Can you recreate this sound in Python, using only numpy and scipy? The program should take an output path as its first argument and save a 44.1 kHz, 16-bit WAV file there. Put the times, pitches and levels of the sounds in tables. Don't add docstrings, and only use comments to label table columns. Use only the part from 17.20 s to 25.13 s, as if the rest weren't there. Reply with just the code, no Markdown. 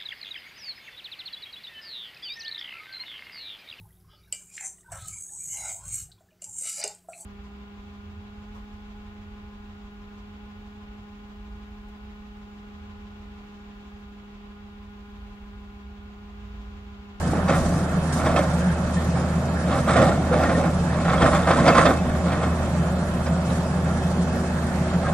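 import sys
import numpy as np
from scipy import signal
from scipy.io import wavfile
from scipy.ndimage import uniform_filter1d

SR = 44100
rng = np.random.default_rng(int(sys.argv[2]) if len(sys.argv) > 2 else 0)


def gain_from_db(level_db):
    decades = np.asarray(level_db, float) / 20
    return 10 ** decades


def wav_record(signal):
    frames = np.transpose(np.atleast_2d(signal))
    bounded = np.clip(frames, -1, 1)
    quanta = np.round(bounded * 32767).astype(np.int16)
    wavfile.write(sys.argv[1], SR, quanta)


N = 349713
STEP = 40


def control_times_s():
    return np.arange(0, N + STEP, STEP) / SR


def rms_one(x):
    mono = np.mean(np.atleast_2d(x), axis=0)
    return x / np.sqrt(np.mean(mono ** 2) + 1e-20)


def in_time(rows):
    s, *columns = np.transpose(rows)
    return [np.interp(control_times_s(), s, c) for c in columns]


def fine(control):
    return np.interp(np.arange(N) / STEP, np.arange(len(control)), control)


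def at_hz(points, hz):
    table_hz, value = np.transpose(points)
    return np.interp(np.log(hz), np.log(table_hz), value)


def drift(rate_hz):
    r = np.exp(-2 * np.pi * STEP * rate_hz / SR)
    count = len(control_times_s())
    slow = signal.lfilter([1], [1, -2 * r, r * r], rng.standard_normal(2 * count))
    return rms_one(slow[count:])


def resonance(x, hz, width_hz):
    r = np.exp(-np.pi * width_hz / SR)
    zeros = np.array([1, 0, -1]) * (1 - r * r) / 2
    poles = [1, -2 * r * np.cos(2 * np.pi * hz / SR), r * r]
    return signal.lfilter(zeros, poles, x + 1e-18)


def band(x, low_hz, high_hz):
    return signal.sosfilt(signal.butter(2, [low_hz, high_hz], "band", fs=SR, output="sos"), x)


def swells(start_s, length_s, level_db, rise_s, fall_db_per_s):
    t = control_times_s() - np.array(start_s)[:, None]
    late_s = np.maximum(t - np.array(length_s)[:, None], 0)
    fall = gain_from_db(np.array(level_db)[:, None] - fall_db_per_s * late_s)
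    return (np.clip(t / rise_s, 0, 1) * fall) ** 2


def grains(per_s, spread_db):
    clicks = rng.random((4, N))
    born = clicks < per_s / SR
    luck = rng.random(4 * N)[:born.sum()]
    rarity = np.minimum(-np.log(1e-9 + np.abs(2 * luck - 1)), 5)
    clicks *= 0
    clicks[born] = gain_from_db(spread_db * rarity) * np.sign(luck - .5)
    return clicks.reshape(2, 2, N) / clicks.std()


# f/Hz, left-right/dB
LEAN = [(60, 11), (150, -2), (370, 0.5), (920, -6), (2290, -2), (5700, 4), (14200, -18)]


def spread(source, spectrum, likeness, level_db, patchy_db, patch_rate_hz):
    out, together = 0, drift(patch_rate_hz)
    edges_hz = 113 * 2 ** (np.arange(20.5) / 3)
    for k, (low, high) in enumerate(zip(edges_hz, edges_hz[1:])):
        hz = np.sqrt(low * high)
        if at_hz(spectrum, hz) < -34 - 20 * (hz > 1000):
            continue
        alike = np.clip(at_hz(likeness, hz), -.6, .999)
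        flicker_db = patchy_db * (0.16 * together + drift(patch_rate_hz))
        gain = fine(gain_from_db(at_hz(spectrum, hz) + level_db(hz) + flicker_db))
        mid, side = gain * band(source[k % 2], low, high)
        side = np.sqrt((1 - alike) / (1 + alike)) * side * [[1], [-1]]
        lean = gain_from_db(at_hz(LEAN, hz) / 2 * np.array([[1], [-1]]))
        out = out + lean * (mid + side)
    return out


# t/s, level/dB
GUSTS = [(0.0, -39), (0.31, -37), (0.42, -34), (0.6, -41), (2.43, -45), (2.54, -38), (3.09, -43),
         (3.4, -39), (3.77, -42), (4.04, -29), (4.35, -47), (4.37, -39), (4.99, -38), (5.08, -45),
         (5.14, -31), (5.23, -43), (7.62, -43), (7.93, -41)]


def wind():
    air = band(rng.standard_normal((3, N)), 20, 80) * fine(gain_from_db(2.0 * drift(5)))
    return fine(gain_from_db(in_time(GUSTS)[0] + 0.5)) * rms_one(air[0] + 0.61 * air[1:])


# t/s, length/s, level/dB
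SPILLS = [(0, 0.043, -42), (0.347, .2, -39), (0.84, 0.027, -45), (0.922, 0.025, -34.5), (1.048, 0.023, -45),
          (1.163, 0.17, -43), (1.736, 0.16, -45), (2.55, 0.054, -39), (2.68, 0.063, -51),
          (2.803, 0.051, -40), (3.184, 0.2, -42.5), (4.01, 0.17, -38), (4.29, .07, -42),
          (4.453, 0.037, -37), (4.567, .12, -36), (5.809, .08, -53), (6.25, .12, -44.5), (6.86, 0.025, -46),
          (6.95, 0.026, -55), (7.462, .08, -44)]
SPILL_RISE_S, SPILL_FALL_DB_PER_S, TRICKLE_DB = 0.0046, 97, -45


def pouring_db():
    spills = swells(*np.transpose(SPILLS), SPILL_RISE_S, SPILL_FALL_DB_PER_S)
    return 10 * np.log10(gain_from_db(TRICKLE_DB) ** 2 + spills.sum(axis=0))


def soil():
    patter = grains(per_s=9000, spread_db=2.1)[0]
    return fine(gain_from_db(pouring_db() - 2 + 2.1 * drift(26))) * rms_one(band(patter, 4330, 17700))


def tones(rate_hz, lines, wobble_db):
    phase = 2 * np.pi * np.cumsum(fine(rate_hz)) / SR
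    out = 0
    for multiple, db in lines:
        level = np.sqrt(2) * fine(gain_from_db(db + wobble_db * drift(5.1)))
        out = out + level * np.sin(multiple * phase + 6 * rng.random())
    return out


def hollow(modes):
    out = 0
    for hz, width_hz, db in modes:
        gas = rng.standard_normal(N)
        for _ in range(2):
            gas = resonance(gas, hz, 1.68 * width_hz)
        out = out + gain_from_db(db) * rms_one(gas)
    return out


# t/s, f/Hz
FIRING_RATE = [(0, 81), (.75, 80.8), (1.05, 78.8), (1.35, 76.8), (1.65, 78.5), (1.95, 79.5), (2.4, 78.5),
               (3.1, 78.5), (3.4, 81.5), (3.7, 80.1), (4.3, 79), (4.9, 78.5), (5.2, 79.8), (5.9, 78),
               (6.5, 79.9), (7.1, 79.5), (7.5, 78.3), (7.93, 79.8)]
# multiple of firing rate, level/dB rms
FIRING_LINES = [(1, -29), (2, -37.5), (3, -40.5), (4, -50.5), (5, -69)]
# multiple of firing rate, level/dB rms
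PUMP_LINES = [(14 / 3, -42.5)]
# t/s, level/dB
PUMP_LOAD = [
    (0, -4.5),
    (3.2, -3.5),
    (3.7, -1.5),
    (7.93, 0),
]
# f/Hz, width/Hz, level/dB rms
EXHAUST = [(135.2, 29.5, -32), (172.7, 18.9, -26), (238.1, 18.4, -36.5), (69, 19, -40.5)]
# f/Hz, width/Hz, level/dB rms
WHISTLES = [(2578, 21, -56.5), (3120, 45, -61), (7100, 260, -55.5), (795, 19, -53), (594, 120, -38.5)]
# f/Hz, level/dB per Hz
ROAR = [(160, -39), (270, -14.5), (340, -16), (370, 3), (401, -7.5), (489, -4), (740, -3.5), (858, -9),
        (1930, -14), (2390, -48.5), (2600, -22), (2820, -27), (7110, -38.5), (14000, -53)]
# f/Hz, left-right likeness
ROAR_LIKENESS = [(60, 0.99), (180, -2), (530, 1.5), (1590, 0.2), (4750, -0.6), (14200, -3.5)]
ROAR_DB = -33.5


def engine():
    rate_hz = in_time(FIRING_RATE)[0]
    firing = tones(rate_hz, FIRING_LINES, wobble_db=1.1)
    pump = tones(rate_hz, PUMP_LINES, wobble_db=2.2) * fine(gain_from_db(in_time(PUMP_LOAD)[0]))
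    whistle = hollow(WHISTLES) * fine(gain_from_db(1.3 * drift(6)))
    noise = rng.standard_normal((2, 2, N))
    roar = spread(noise, ROAR, ROAR_LIKENESS, lambda hz: 0, patchy_db=2.0, patch_rate_hz=7.1)
    tonal = (firing + pump + hollow(EXHAUST)) * gain_from_db([[-.2], [.2]])
    return tonal + whistle * gain_from_db([[1.5], [-1.5]]) + gain_from_db(ROAR_DB) * rms_one(roar)


def hillside(x):
    out, dull = np.zeros((2, N)), band(x.mean(axis=0), 250, 2700)
    lags = (rng.uniform(0.0089, .12, 10) * SR).astype(int)
    for k, lag in enumerate(lags):
        out[k % 2, lag:] += dull[:-lag] * gain_from_db(-60 * lag / SR / .5)
    return out


# f/Hz, width/Hz, depth 0-1
GROUND_DIPS = [(405, 90, .6), (900, 140, .6), (2780, 200, .45)]


def ground_dips(x):
    for hz, width_hz, depth in GROUND_DIPS:
        x = x - depth * resonance(x, hz, width_hz)
    return x


# t/s, peak level/dB, ring f/Hz
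TICKS = [(1.767, -28.5, 1800), (2.805, -22, 560), (3.112, -15, 500), (3.225, -29, 1830), (3.26, -24, 1840),
         (3.349, -21.5, 1830), (3.979, -28, 3300), (4.059, -18, 1272), (4.155, -31, 3550),
         (4.525, -23, 2600), (4.667, -18.5, 1265), (4.785, -34, 2600), (6.062, -36, 5050), (6.3, -40, 3900),
         (7.845, -27, 1250), (7.863, -25.5, 1615)]


def ticks():
    out, t = np.zeros(N), np.arange(SR // 20) / SR
    for s, peak_db, hz in TICKS:
        envelope = (1 - np.exp(-t / 0.0017)) * np.exp(-t / (0.0096 + 12 / hz))
        out[int(s * SR):][:len(t)] += gain_from_db(peak_db) * envelope * np.sin(2 * np.pi * hz * t)
    return out


# t/s, peak level/dB, pulse half-length/ms, push +1 or suction -1
SNAPS = [
    (0.135, -12, 1.8, 1),
    (0.525, -16, 2.0, -1),
    (2.76, -9, 1.8, 1),
    (2.814, -8, 2.2, 1),
    (2.8955, -5, 1.8, -1),
    (3.1715, -11, 1.8, 1),
    (1.068, -10, 1.4, 1),
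    (1.0715, -10, 1.4, 1),
    (4.308, -1, 1.4, -1),
]


def snaps():
    out = np.zeros(N)
    for s, peak_db, half_ms, sign in SNAPS:
        u = np.linspace(-3, 3, int(half_ms * SR / 500))
        pulse = (1 - 2 * u * u) * np.exp(-u * u)
        out[int(s * SR) - len(u) // 2:][:len(u)] += sign * gain_from_db(peak_db) * pulse
    return out


# t/s, peak level/dB, brightness/dB
KNOCKS = [(0.281, -10.5, -18), (0.328, -16, -28), (1.056, -10.5, -20), (1.159, -9, -13), (1.974, -25, -30),
          (2.528, -19, -32), (2.687, -10, -32), (2.758, -9.5, -22), (2.811, -14, -28), (3.115, -36, -34),
          (3.232, -9.5, -26), (3.292, -11, -29), (3.437, -19, -40), (3.846, -15, -29), (3.893, -11, -40),
          (4.016, -6.5, -13), (4.058, -11, -34), (4.147, -8.5, -29), (4.27, -6, -36), (4.305, -7, -22),
          (4.398, -15, -19), (4.476, -2, -14.5), (4.547, -6, -20), (4.578, -5.5, -24), (4.652, -5, -16.5),
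          (5.118, -11.5, -32), (5.228, -17, -18), (6.299, -24, -15), (6.06, -17.5, -24), (7.73, -23, -25)]
# f/Hz, level/dB, t60/s
PLATES = [(540, -6, .15), (595, -9, .1), (665, -10, .08), (720, -10, .08), (770, -11, .07),
          (1050, -12, .07), (1175, -11, .08), (1290, -12, .07), (1780, -17, .08), (1845, -16, .1),
          (2130, -21, .06), (2580, -23, .06), (3550, -26, .05), (4700, -31, .04)]
KNOCK_LEFT_DB, KNOCK_SCATTER_DB = -3.5, 3.5


def knocks():
    s, peak_db, bright_db = np.transpose(KNOCKS)
    at = (s * SR).astype(int)
    luck = rng.normal(0, 1, (len(s), len(PLATES) + 1))
    rubble = rng.standard_normal((3, N))

    def burst(level_db, rise_s, fall_s, noise):
        blows = np.zeros(N)
        blows[at] = gain_from_db(level_db)
        rise, fall = np.exp(-1 / (np.array([rise_s, fall_s]) * SR))
        poles = np.convolve([1, -rise], [1, -fall])
        return noise * signal.lfilter([1 - rise], poles, blows + 1e-18)

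    ringing = 0
    for (hz, db, t60), chance in zip(PLATES, luck.T):
        level_db = peak_db + db + 4 * chance + (hz > 2000) * (bright_db + 23)
        shake = burst(level_db, .003, .012, rubble[0])
        ringing = ringing + resonance(shake, hz, 2.2 / t60) * np.sqrt(t60)
    crack = band(band(burst(peak_db, 0.0022, 0.029, rubble[1]), 440, 1990), 510, 1740)
    chip = burst(peak_db + bright_db + 17, 0.0059, 0.0091, rubble[2])
    chip = band(band(chip, 3200, 3300), 2800, 7800)
    latest = np.clip(np.searchsorted(at, np.arange(N)) - 1, 0, None)
    side_db = KNOCK_LEFT_DB + KNOCK_SCATTER_DB * luck[:, -1]
    return (gain_from_db(27.5) * ringing + crack + chip) * gain_from_db(side_db * [[.5], [-.5]])[:, latest]


# t/s, length/s, grinding level/dB, thud re grinding/dB, hardness/dB
BITES = [(0.048, 0.12, -32, 7, -3.5), (0.269, 0.094, -22, -3, -1), (0.406, 0.15, -35, 10, -4),
         (0.933, 0.26, -26, 1, 1.5), (1.043, 0.066, -19.5, -9.5, -9), (1.151, 0.042, -20, -2.5, -1),
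         (1.927, 0.11, -27.5, -3, -4.5), (2.442, 0.14, -24, -3.5, -2.5), (2.656, 0.12, -20.5, -1.5, 2.5),
         (2.754, 0.1, -13.5, -3, -3.5), (2.88, 0.11, -27.5, 5, -7), (3.097, 0.12, -20, -3.5, -4.5),
         (3.156, .3, -21, -3, -6.5), (3.604, 0.31, -33.5, -2, 3.5), (3.835, .15, -20.5, -10, -2.5),
         (3.984, .08, -14.5, -1.5, -1.5), (4.09, 0.17, -23, -7, 0), (4.272, 0.063, -16.5, -8, 0),
         (4.344, 0.14, -19, -1.5, -1.5), (4.448, 0.081, -15.5, -5.5, -2), (4.539, 0.072, -16.5, -4, 2.5),
         (4.634, 0.031, -14, -3.5, -7), (4.984, 0.3, -27, -4, -2), (7.802, 0.14, -25.5, -8, -2.5)]
# f/Hz, level/dB per Hz
BUCKET = [(65, -39), (110, 3), (171, -4), (288, -3), (400, -11.5), (524, -3.5), (727, 0), (881, -18.5),
          (1200, -7.5), (1830, -28), (2860, -36), (3460, -24.5), (4200, -43), (8400, -33.5), (11000, -58),
          (14300, -81), (22000, -120)]
# f/Hz, left-right likeness
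BITE_LIKENESS = [(60, 0.98), (180, 0.96), (530, 1), (1590, 0.88), (4750, -0.36), (14200, 0.39)]
BITE_RISE_S, BITE_RISE_SHARE, BITE_FALL_DB_PER_S = 0.0056, 0.31, 208
SLUMP_DB, SLUMP_FALL_DB_PER_S = -12.5, 31
IDLE_DRAG_DB = -37.5
THUD_DB, DEEP_LOSS_DB = 6.5, 5.5
RASP_DB, RASP_FOLLOWS, GRIT_DB, GRIT_FOLLOWS = 3, 1, -0.5, 1.13


def grinding():
    s, length_s, level_db, thud_db, hard_db = np.transpose(BITES)
    rise_s = (BITE_RISE_S + BITE_RISE_SHARE * length_s)[:, None]
    power = swells(s, length_s, level_db, rise_s, BITE_FALL_DB_PER_S)
    power = power + swells(s, length_s, level_db + SLUMP_DB, rise_s, SLUMP_FALL_DB_PER_S)
    total = power.sum(axis=0) + gain_from_db(IDLE_DRAG_DB) ** 2
    grind_db = 10 * np.log10(total)
    thud_db, hard_db = thud_db @ power / total, hard_db @ power / total

    def colour_db(hz):
        thud, rasp, grit = hz < 420, 930 < hz < 2150, hz > 2150
        low = thud * (thud_db + THUD_DB - DEEP_LOSS_DB * (hz < 210.0))
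        middle = rasp * (RASP_DB + RASP_FOLLOWS * hard_db)
        high = grit * (GRIT_DB + GRIT_FOLLOWS * hard_db)
        return grind_db + low + middle + high

    judder = fine(gain_from_db(1.56 * drift(22)))
    stones = grains(per_s=2200, spread_db=3.2) * judder
    crush = spread(stones, BUCKET, BITE_LIKENESS, colour_db, patchy_db=2.4, patch_rate_hz=20.0)
    ringing = 0
    for k, (hz, db, t60) in enumerate(PLATES):
        struck = stones[k % 2, 0] * fine(gain_from_db(db + colour_db(hz) + 1.7 * drift(8.4)))
        ringing = ringing + resonance(struck, hz, 2.8 / t60)
    return gain_from_db(15.0) * crush + gain_from_db(17.5) * ringing


def scene():
    digging = ground_dips(grinding() + knocks()) + snaps() + ticks()
    machine = engine() + digging + gain_from_db(-14.5) * hillside(digging)
    machine[1] = np.roll(machine[1], 2)
    return machine + soil() + wind()


# f/Hz, luck above which a band drops
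HOLES = [(2500, 3), (4500, 2.0), (6000, 1.45), (9300, 1.05), (10000, .5), (10400, -1.2), (11300, -.7),
         (12300, -1.1), (13400, .1), (14000, -2.5)]


def starved(x, depth_db):
    hz, _, cells = signal.stft(x, SR, nperseg=1024)
    luck = rng.standard_normal((len(hz) // 4 + 1, cells.shape[2]))
    luck = uniform_filter1d(luck, size=4) * 2
    luck = np.repeat(luck, 4, axis=0)[:len(hz)]
    gone = 1 / (1 + np.exp(-6 * (luck - at_hz(HOLES, hz + 1)[:, None])))
    gain = gain_from_db(-depth_db * gone * (hz[:, None] > 2200))
    return signal.istft(cells * gain, SR, nperseg=1024)[1][:, :N]


def band_limit(x):
    return signal.sosfilt(signal.butter(12, 14770, fs=SR, output="sos"), x)


def record(dry):
    low_pass = signal.cheby2(10, 45, 10900, fs=SR, output="sos")
    body = signal.sosfilt(low_pass, 1.3 * np.tanh(dry / 1.3))
    air_db = -55 + 0.74 * np.maximum(pouring_db() + 47, 0)
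    air = fine(gain_from_db(air_db)) * rms_one(band(rng.standard_normal(dry.shape), 9250, 13000))
    mix = starved(body + air, depth_db=53)
    return band_limit(mix)


dry = scene()
out = record(dry)
wav_record(out)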